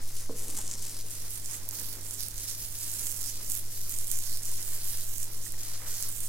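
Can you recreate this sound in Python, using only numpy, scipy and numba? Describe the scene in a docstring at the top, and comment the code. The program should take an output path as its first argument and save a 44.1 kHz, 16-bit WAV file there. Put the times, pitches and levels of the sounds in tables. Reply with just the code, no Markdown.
"""Two gloved hands scratch a short beard close to a furry stereo microphone in a small room.
From the start an appliance hums, air stirs and a flutter too low to hear rocks the microphone.
One hand works on the chin: thousands of hairs catch and slip free, and skin rubs softly under them.
Something bumps at 0.3 s, then single stiff hairs begin to snap and a fingertip taps now and then.
At 1.1 s the other hand joins in on the cheek, to the right. A low rumble swells once, around 2.5 s."""
import sys
import numpy as np
from scipy import signal
from scipy.fft import rfft, irfft, next_fast_len
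from scipy.io import wavfile
from scipy.ndimage import uniform_filter1d, map_coordinates
from numba import njit

SR = 44100
rng = np.random.default_rng(int(sys.argv[2]) if len(sys.argv) > 2 else 0)


def transcribe(u):
    """Save the signal u as a 16-bit wav file named by the first command-line argument.

    u: samples, shape (n,) or (channels, n), limited to [-1, 1]; the rate is SR.
    q: integer samples, one column per channel.
    """
    v = np.clip(np.atleast_2d(u).T, -1, 1)
    q = np.round(v * 32767).astype(np.int16)
    wavfile.write(sys.argv[1], SR, q)


N = 276948
TIME = np.arange(N) / SR
CONTROL_TIME = TIME[::64]  # a coarser clock for slow changes
REST_HZ = 9830  # pitch of the hairs between strokes


def undb(db):
    """Turn decibels into a gain to multiply by."""
    return 10 ** (np.asarray(db) / 20)


def unit(x):
    """Scale a sound to an average (rms) level of 1."""
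    return x / np.sqrt(np.mean(x ** 2))


def colour(x, points):
    """Shape the tone along a curve of (pitch_hz, level_db) points."""
    hz, db = np.transpose(points)
    size = next_fast_len(N, True)
    freqs = np.maximum(np.arange(size // 2 + 1) * SR / size, 1)
    gain = undb(np.interp(np.log(freqs), np.log(hz), db))
    return irfft(rfft(x, size) * gain, size)[..., :N]


def walk(rate_hz):
    """A smooth random wobble of size about 1 that turns about rate_hz times a second."""
    hold = max(int(SR / rate_hz), 1)
    steps = np.repeat(rng.standard_normal(N // hold + 1), hold)
    return unit(uniform_filter1d(steps, hold)[:N])


def stereo_noise(alike_hz):
    """Noise that is the same left and right below alike_hz."""
    mid, side = rng.standard_normal((2, N))
    side = signal.sosfilt(signal.butter(1, alike_hz, "high", fs=SR, output="sos"), side)
    return mid + side * np.array([[1], [-1]])


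def room_echo(x, fade_s, onset_s):
    """The walls return a cloud of echoes, different on each side, that falls 60 dB in fade_s."""
    t = TIME[:SR]
    build_up = 1 - np.exp(-(t / onset_s) ** 2)
    tails = rng.standard_normal((2, SR)) * np.exp(-np.log(1000) * t / fade_s) * build_up
    tails /= np.sqrt(np.sum(tails ** 2, axis=1, keepdims=True))
    return signal.fftconvolve(x[None], tails, axes=1)[:, :N]


def appliance_hum():
    """An appliance hums with a few steady tones; the higher ones waver more."""
    # tones of the hum: pitch_hz, level_db
    tones = [(100, -51.5), (152.7, -66), (300.7, -72), (505, -75), (630, -74), (872, -78.5)]
    hum = np.zeros(N)
    for hz, db in tones:
        phase = 2 * np.pi * (hz * TIME + rng.random()) + hz / 700 * walk(5)
        hum += undb(db) * np.sqrt(2) * np.sin(phase)
    return hum


def room_air():
    """The room gives a low hush, and a draught blows on each side of the microphone."""
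    # tone of the hush: pitch_hz, level_db
    hush_tone = [(8, 8), (34, 19.5), (42, -6), (62, 2), (90, 0.5), (180, -5), (400, -6.5), (700, -16.5),
                 (1500, -25.5), (5000, -9), (16000, -19.5)]
    # tone of the draught: pitch_hz, level_db
    draught_tone = [(12, 3.5), (60, -21), (130, -33), (2000, -94)]
    hush = unit(colour(stereo_noise(1240), hush_tone)) * undb(-48.5)
    draught = unit(colour(rng.standard_normal((2, N)), draught_tone)) * undb(-52)
    return hush + draught


def flutter():
    """A wave too slow to hear rocks the microphone."""
    # depth of the rocking: time_s, level_db
    depths = [(0, -24), (2.5, -40), (4.2, -24), (6.28, -30)]
    rate_hz = 3 + .6 * walk(2.5)
    depth = undb(np.interp(TIME, *np.transpose(depths)))
    return np.sin(2 * np.pi * np.cumsum(rate_hz) / SR) * depth


def strokes(table, rest_db, lands_s):
    """Fingers bite in, drag and lift. 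Gives gain, hair pitch (octaves from REST_HZ) and rasp (Hz)."""
    attack_s, release_s = 0.025, 0.024
    rest_rasp_hz, sag_octaves_per_s = 5240, 0.56
    # once the hand has landed, it stirs the hair even between strokes
    power = undb(rest_db) ** 2 * np.clip((CONTROL_TIME - lands_s) / attack_s, 1e-4, 1)
    pitch_sum, rasp_sum = 0, power * rest_rasp_hz
    for start, length, db, hz, rasp_hz in table:
        age = CONTROL_TIME - start
        contact = np.clip(age / attack_s, 0, 1) * np.exp(-np.maximum(age - length, 0) / release_s)
        push = (contact * undb(db)) ** 2
        # the rasp sinks as the stroke draws the hairs out longer
        sag = 2 ** (-sag_octaves_per_s * (age - length / 2))
        power += push
        pitch_sum += push * np.log2(hz / REST_HZ)
        rasp_sum += push * rasp_hz * sag
    return np.sqrt(power), pitch_sum / power, rasp_sum / power


def sideways(times):
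    """How far the hands have moved from in front of the microphone (0) to its side (1)."""
    return np.interp(times, [.8, 1.35], [.15, 1])


def flicks(times, sizes, hz, cycles):
    """Each freed hair gives a tiny wave that peaks at its time and dies within a cycle or two."""
    index = (times * SR).astype(int)[:, None] + np.arange(-10, 26)
    turns = (index / SR - times[:, None]) * hz[:, None]
    age = np.maximum(1 + turns / cycles, 0)
    waves = sizes[:, None] * (age * np.exp(1 - age)) ** 2 * np.cos(2 * np.pi * turns)
    return np.bincount(np.clip(index, 0, N - 1).ravel(), waves.ravel(), N)


def stereo_flicks(times, sizes, hz, cycles, lag_s, pan_db, bounce_db):
    """A flick reaches the right side first, the left later and duller, and bounces off face or palm."""
    # tone on the far (left) side: pitch_hz, level_db
    far_tone = [(2000, 5), (5000, 2), (8000, 5), (11000, 3), (15500, -1.5)]
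    detour_s = 0.000188 + .0006 * rng.exponential(size=(len(times), 2)).T
    right = flicks(times, sizes, hz, cycles)
    right += flicks(times + detour_s[0], sizes * undb(bounce_db), hz, cycles)
    left = flicks(times + lag_s, sizes * undb(pan_db), hz, cycles)
    left += flicks(times + detour_s[1], sizes * undb(.5 * pan_db - 15), hz, cycles)
    return np.array([colour(left, far_tone), right])


@njit
def rasp(x, hz, width, ring, leak):
    """The longest hairs in the grip ring at hz; below that only the share leak gets through."""
    y, band_state, low_state = np.empty(len(x)), 0., 0.
    for i in range(len(x)):
        step = np.tan(np.pi * hz[i] / SR)
        band = (band_state + step * (x[i] - low_state)) / (1 + step * (step + width))
        low = low_state + step * band
        high = x[i] - width * band - low
        band_state, low_state = 2 * band - band_state, 2 * low - low_state
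        y[i] = high + ring * band + leak * low
    return y


def glove(x, delay_s, share):
    """The glove throws the sound back; as the fingers flex, the gap changes and the tone shifts."""
    positions = np.arange(N) - SR * delay_s * np.exp(0.34 * walk(11))
    echo = map_coordinates(x, [positions], order=3)
    return (x - share * echo) / np.hypot(1, share)


def scratch(hand, count, size_db, limit_db, catch_db, lag_s, pan_db):
    """A fingertip ploughs through stubble: many faint flicks, a few strong, in clumps as it catches."""
    # tone of the beard: pitch_hz, level_db
    beard_tone = [(300, -8.5), (1500, 3.5), (3200, 4.5), (5000, 1), (8000, -5), (11000, -2.5), (15500, 1)]
    times = rng.uniform(0, N / SR, count)
    gain, pitch, rasp_hz = (np.interp(TIME, CONTROL_TIME, control) for control in hand)
    detune, lag_spread, pan_spread = rng.standard_normal((3, count))
    pull_db = size_db * rng.exponential(size=count) + catch_db * np.interp(times, TIME, walk(140))
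    # a hair can only bend so far before it slips
    bend = np.tanh(pull_db / limit_db)
    sizes = undb(limit_db * bend) * rng.choice([-1, 1], count)
    # hairs held shorter or bent further ring higher
    octaves = np.interp(times, TIME, pitch) + 0.17 * detune * (1 - .5 * bend) + 0.041 * (bend - .5)
    hz = np.clip(REST_HZ * 2 ** octaves, 1000, SR * .42)
    sound = stereo_flicks(times, sizes * np.sqrt(hz / REST_HZ), hz, cycles=0.65,
                          lag_s=lag_s * sideways(times) + .000018 * lag_spread,
                          pan_db=pan_db + 0.79 * pan_spread, bounce_db=-8.5)
    sound = [rasp(side, rasp_hz, width=.58, ring=.52, leak=.47) for side in sound]
    sound = [glove(side, delay_s=0.000187, share=0.22) for side in sound]
    sound = colour(np.array(sound), beard_tone)
    return gain * sound / np.sqrt(np.mean(sound[1] ** 2))


def chin_scratch():
    """One hand draws slow strokes through the hair on the chin, nearly in front."""
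    # strokes on the chin: start_s, length_s, level_db, pitch_hz, rasp_hz
    chin_strokes = [(0, 0.14, -48, 10200, 5300), (0.135, 0.085, -40.5, 9200, 5130),
                    (0.348, 0.225, -40.5, 9350, 5870), (0.545, 0.074, -38, 8100, 6960),
                    (0.629, 0.12, -42, 8100, 5750), (0.762, 0.24, -40.5, 9250, 4700),
                    (1.005, 0.345, -43, 9600, 6200), (1.455, 0.12, -41.5, 9400, 6300),
                    (1.728, 0.073, -42, 8800, 4900), (2.369, 0.29, -40.5, 9900, 4630),
                    (2.72, 0.32, -41.0, 9700, 5000), (3.213, 0.199, -45, 8700, 4350),
                    (3.484, 0.13, -42, 11200, 6260), (3.692, 0.25, -39.5, 10700, 5000),
                    (4.436, 0.35, -40.5, 9700, 5030), (4.788, 0.232, -39.5, 9400, 4200),
                    (5.57, 0.15, -40.5, 9400, 4740), (5.722, 0.023, -40, 6850, 4330),
                    (5.85, 0.23, -40, 9200, 4740)]
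    hand = strokes(chin_strokes, rest_db=-43 - 6, lands_s=0)
    return scratch(hand, count=26000, size_db=3, limit_db=27, catch_db=1.5, lag_s=.000058, pan_db=-3.5)


def rubs(table, rest_db):
    """Gain of slow rubs that swell and fade over a light resting touch."""
    swells = sum((undb(db) * np.exp(-.5 * ((TIME - middle) / half) ** 2)) ** 2
                 for middle, half, db in table)
    return np.sqrt(undb(rest_db) ** 2 + swells)


def skin_rub():
    """Gloves stick and slip on skin: a grainy sound, light from fingertips and dull from palms."""
    # fingertips dragging over skin: middle_s, half_length_s, level_db
    tip_rubs = [(.58, 0.041, -56.5), (1.66, 0.38, -58.5), (4.8, 0.19, -58.5), (5.86, 0.2, -54)]
    # tone of the fingertips: pitch_hz, level_db
    tip_tone = [(200, 3), (800, 3), (2000, 5), (3000, -5), (6000, -16.5)]
    # palms and arms brushing as they move into place: middle_s, half_length_s, level_db
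    palm_rubs = [(.58, 0.13, -51.5), (.9, 0.24, -59.5), (1.8, 0.29, -59), (3.35, 0.35, -62.5),
                 (5.38, 0.13, -61)]
    # tone of the palms: pitch_hz, level_db
    palm_tone = [(100, 1), (220, 12.5), (480, 7.5), (700, -2), (950, 4), (1600, -8), (4000, -64)]
    grain = undb(2.14 * walk(450) + 1.77 * walk(35))
    tips = unit(colour(stereo_noise(1800) * grain, tip_tone)) * rubs(tip_rubs, rest_db=-61)
    palms = unit(colour(stereo_noise(1700) * grain, palm_tone)) * rubs(palm_rubs, rest_db=-67.5)
    return (tips + palms) * undb([[-1.6], [1.3]])  # a little to the right


def bump():
    """A soft blow near the microphone rings briefly in the room."""
    # the blow and its rebound: start_s, level_db
    hits = np.array([(0.2941, -32), (0.3081, -39)])
    # tones it rings with: pitch_hz, level_db, fade_s (time to fall 60 dB)
    tones = [(256, -0.5, 0.055), (411, 0.5, 0.031), (459, -5, 0.18), (500, -8.5, 0.11), (600, -4.5, 0.035),
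             (1030, -7, 0.015), (1480, -19, 0.022)]
    age = np.maximum(TIME[:SR] - hits[:, :1], 0)
    ring = sum((-1) ** k * undb(db) * np.sin(2 * np.pi * hz * age) * np.exp(-np.log(1000) * age / fade_s)
               for k, (hz, db, fade_s) in enumerate(tones))
    blow = np.pad(undb(hits[:, 1]) @ ring, (0, N - SR))
    # long waves reach both sides alike, so they share one echo
    echo = room_echo(blow, fade_s=0.65, onset_s=0.005)[0] * undb(-4.7)
    return (blow + echo) * undb([[-1.1], [.7]])


def hair_snaps():
    """Stiff hairs snap free one at a time, each with a sharp tick."""
    # single hairs: time_s, level_db, pitch_hz
    hairs = [(0.5747, -17.5, 8500), (0.6783, -16, 7200), (0.7134, -14, 6600), (0.7383, -16, 6800),
             (0.8255, -18, 8700), (1.1145, -16, 8100), (1.4595, -13, 7900), (1.5331, -16.5, 7200),
             (1.6898, -4, 12800), (1.7101, -13, 8000), (1.7976, -14.5, 12500), (2.1096, -12, 8600),
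             (2.2054, -13, 12300), (2.2848, -9.8, 10600), (2.9388, -10.5, 9000), (3.1171, -10, 8500),
             (3.5004, -6, 10700), (3.5193, -4, 9800), (3.5519, -7.5, 11200), (3.8945, -7.5, 13000),
             (3.9875, -7.5, 9200), (4.0715, -10, 11700), (4.1154, -1, 10400), (4.1891, -7, 10100),
             (4.434, -12, 9300), (4.455, -11, 9400), (4.6279, -14.5, 7500), (4.9074, -13, 10400),
             (5.1826, -9.5, 9900), (5.23, -15, 9300), (5.5219, -11.3, 10400), (6.0258, -5.5, 8700),
             (6.0349, -13, 7900)]
    times, level_db, hz = np.transpose(hairs)
    side = sideways(times)
    snaps = stereo_flicks(times, undb(level_db), hz, cycles=.7, lag_s=.00014 * side,
                          pan_db=-3 - 10 * side, bounce_db=-15)
    # a hair is too thin to give off bass
    return signal.sosfilt(signal.butter(2, 4200, "high", fs=SR, output="sos"), snaps)


def finger_taps():
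    """A fingertip lands: a soft pat that the flesh damps at once."""
    # taps on the jaw: start_s, level_db, pitch_hz
    taps = [(.589, -42, 840), (1.043, -45, 433), (4.521, -46.5, 980), (5.464, -44, 1900)]
    pats = np.zeros(N)
    for start, db, hz in taps:
        age = np.maximum(TIME - start, 0)
        pats += undb(db) * np.sin(2 * np.pi * hz * age) * np.exp(-age / 0.0049)
    return pats


def cheek_scratch():
    """The other hand lands later and scratches the cheek, quicker and louder, on the right."""
    # strokes on the cheek: start_s, length_s, level_db, pitch_hz, rasp_hz
    cheek_strokes = [(1.095, 0.041, -43, 8900, 6800), (1.283, 0.1, -37, 9500, 7300),
                     (1.42, 0.14, -37.5, 8540, 7200), (1.708, 0.22, -35.5, 11100, 4630),
                     (2.022, 0.15, -38, 9200, 7700), (2.173, 0.075, -32, 9600, 4800),
                     (2.342, 0.097, -39, 9400, 6600), (2.462, 0.05, -33.5, 9250, 5070),
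                     (2.56, 0.19, -40.5, 10900, 7150), (2.762, 0.1, -36.5, 9800, 7040),
                     (2.87, 0.24, -34, 10000, 6700), (3.05, 0.14, -33.5, 10200, 6500),
                     (3.187, 0.11, -32, 9400, 5500), (3.408, 0.085, -38, 9900, 6600),
                     (3.482, 0.091, -31.5, 10300, 7040), (3.882, 0.22, -35, 9400, 7350),
                     (4.095, 0.089, -31.5, 9200, 6900), (4.193, 0.18, -34, 9650, 4660),
                     (4.405, 0.25, -38, 8950, 6800), (4.595, 0.17, -36.5, 10700, 7240),
                     (4.822, 0.13, -34, 10900, 7100), (4.954, 0.22, -37, 10900, 6200),
                     (5.172, 0.062, -33.5, 9600, 7100), (5.294, 0.091, -41.5, 10400, 5700),
                     (5.402, 0.089, -37, 9100, 6300), (5.853, 0.2, -35.5, 10200, 5600),
                     (6.064, 0.2, -34.5, 10000, 7150)]
    hand = strokes(cheek_strokes, rest_db=-43, lands_s=1.1)
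    return scratch(hand, count=22000, size_db=3.5, limit_db=27.5, catch_db=0.54,
                   lag_s=0.00013, pan_db=-14.8)


def rumble():
    """A low rumble swells and fades once."""
    # tone of the rumble: pitch_hz, level_db
    tone = [(20, -6), (31, 6), (42, -20), (60, -38), (150, -74)]
    swell = np.exp(-((TIME - 2.53) / .3) ** 4)
    return unit(colour(stereo_noise(150), tone)) * undb(-48.5) * swell


def scene():
    """Add up all that reaches the microphone; the walls faintly echo the beard."""
    beard = cheek_scratch() + chin_scratch() + hair_snaps()
    walls = room_echo(beard[1], fade_s=.3, onset_s=.004) * undb(-21)
    touches = skin_rub() + finger_taps() + bump()
    background = appliance_hum() + room_air() + rumble() + flutter()
    return beard + walls + touches + background


def record(dry):
    """Cut off the highest treble, above 15900 Hz."""
    return signal.sosfilt(signal.ellip(10, .2, 70, 15900, fs=SR, output="sos"), dry)


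dry = scene()
out = record(dry)
transcribe(out)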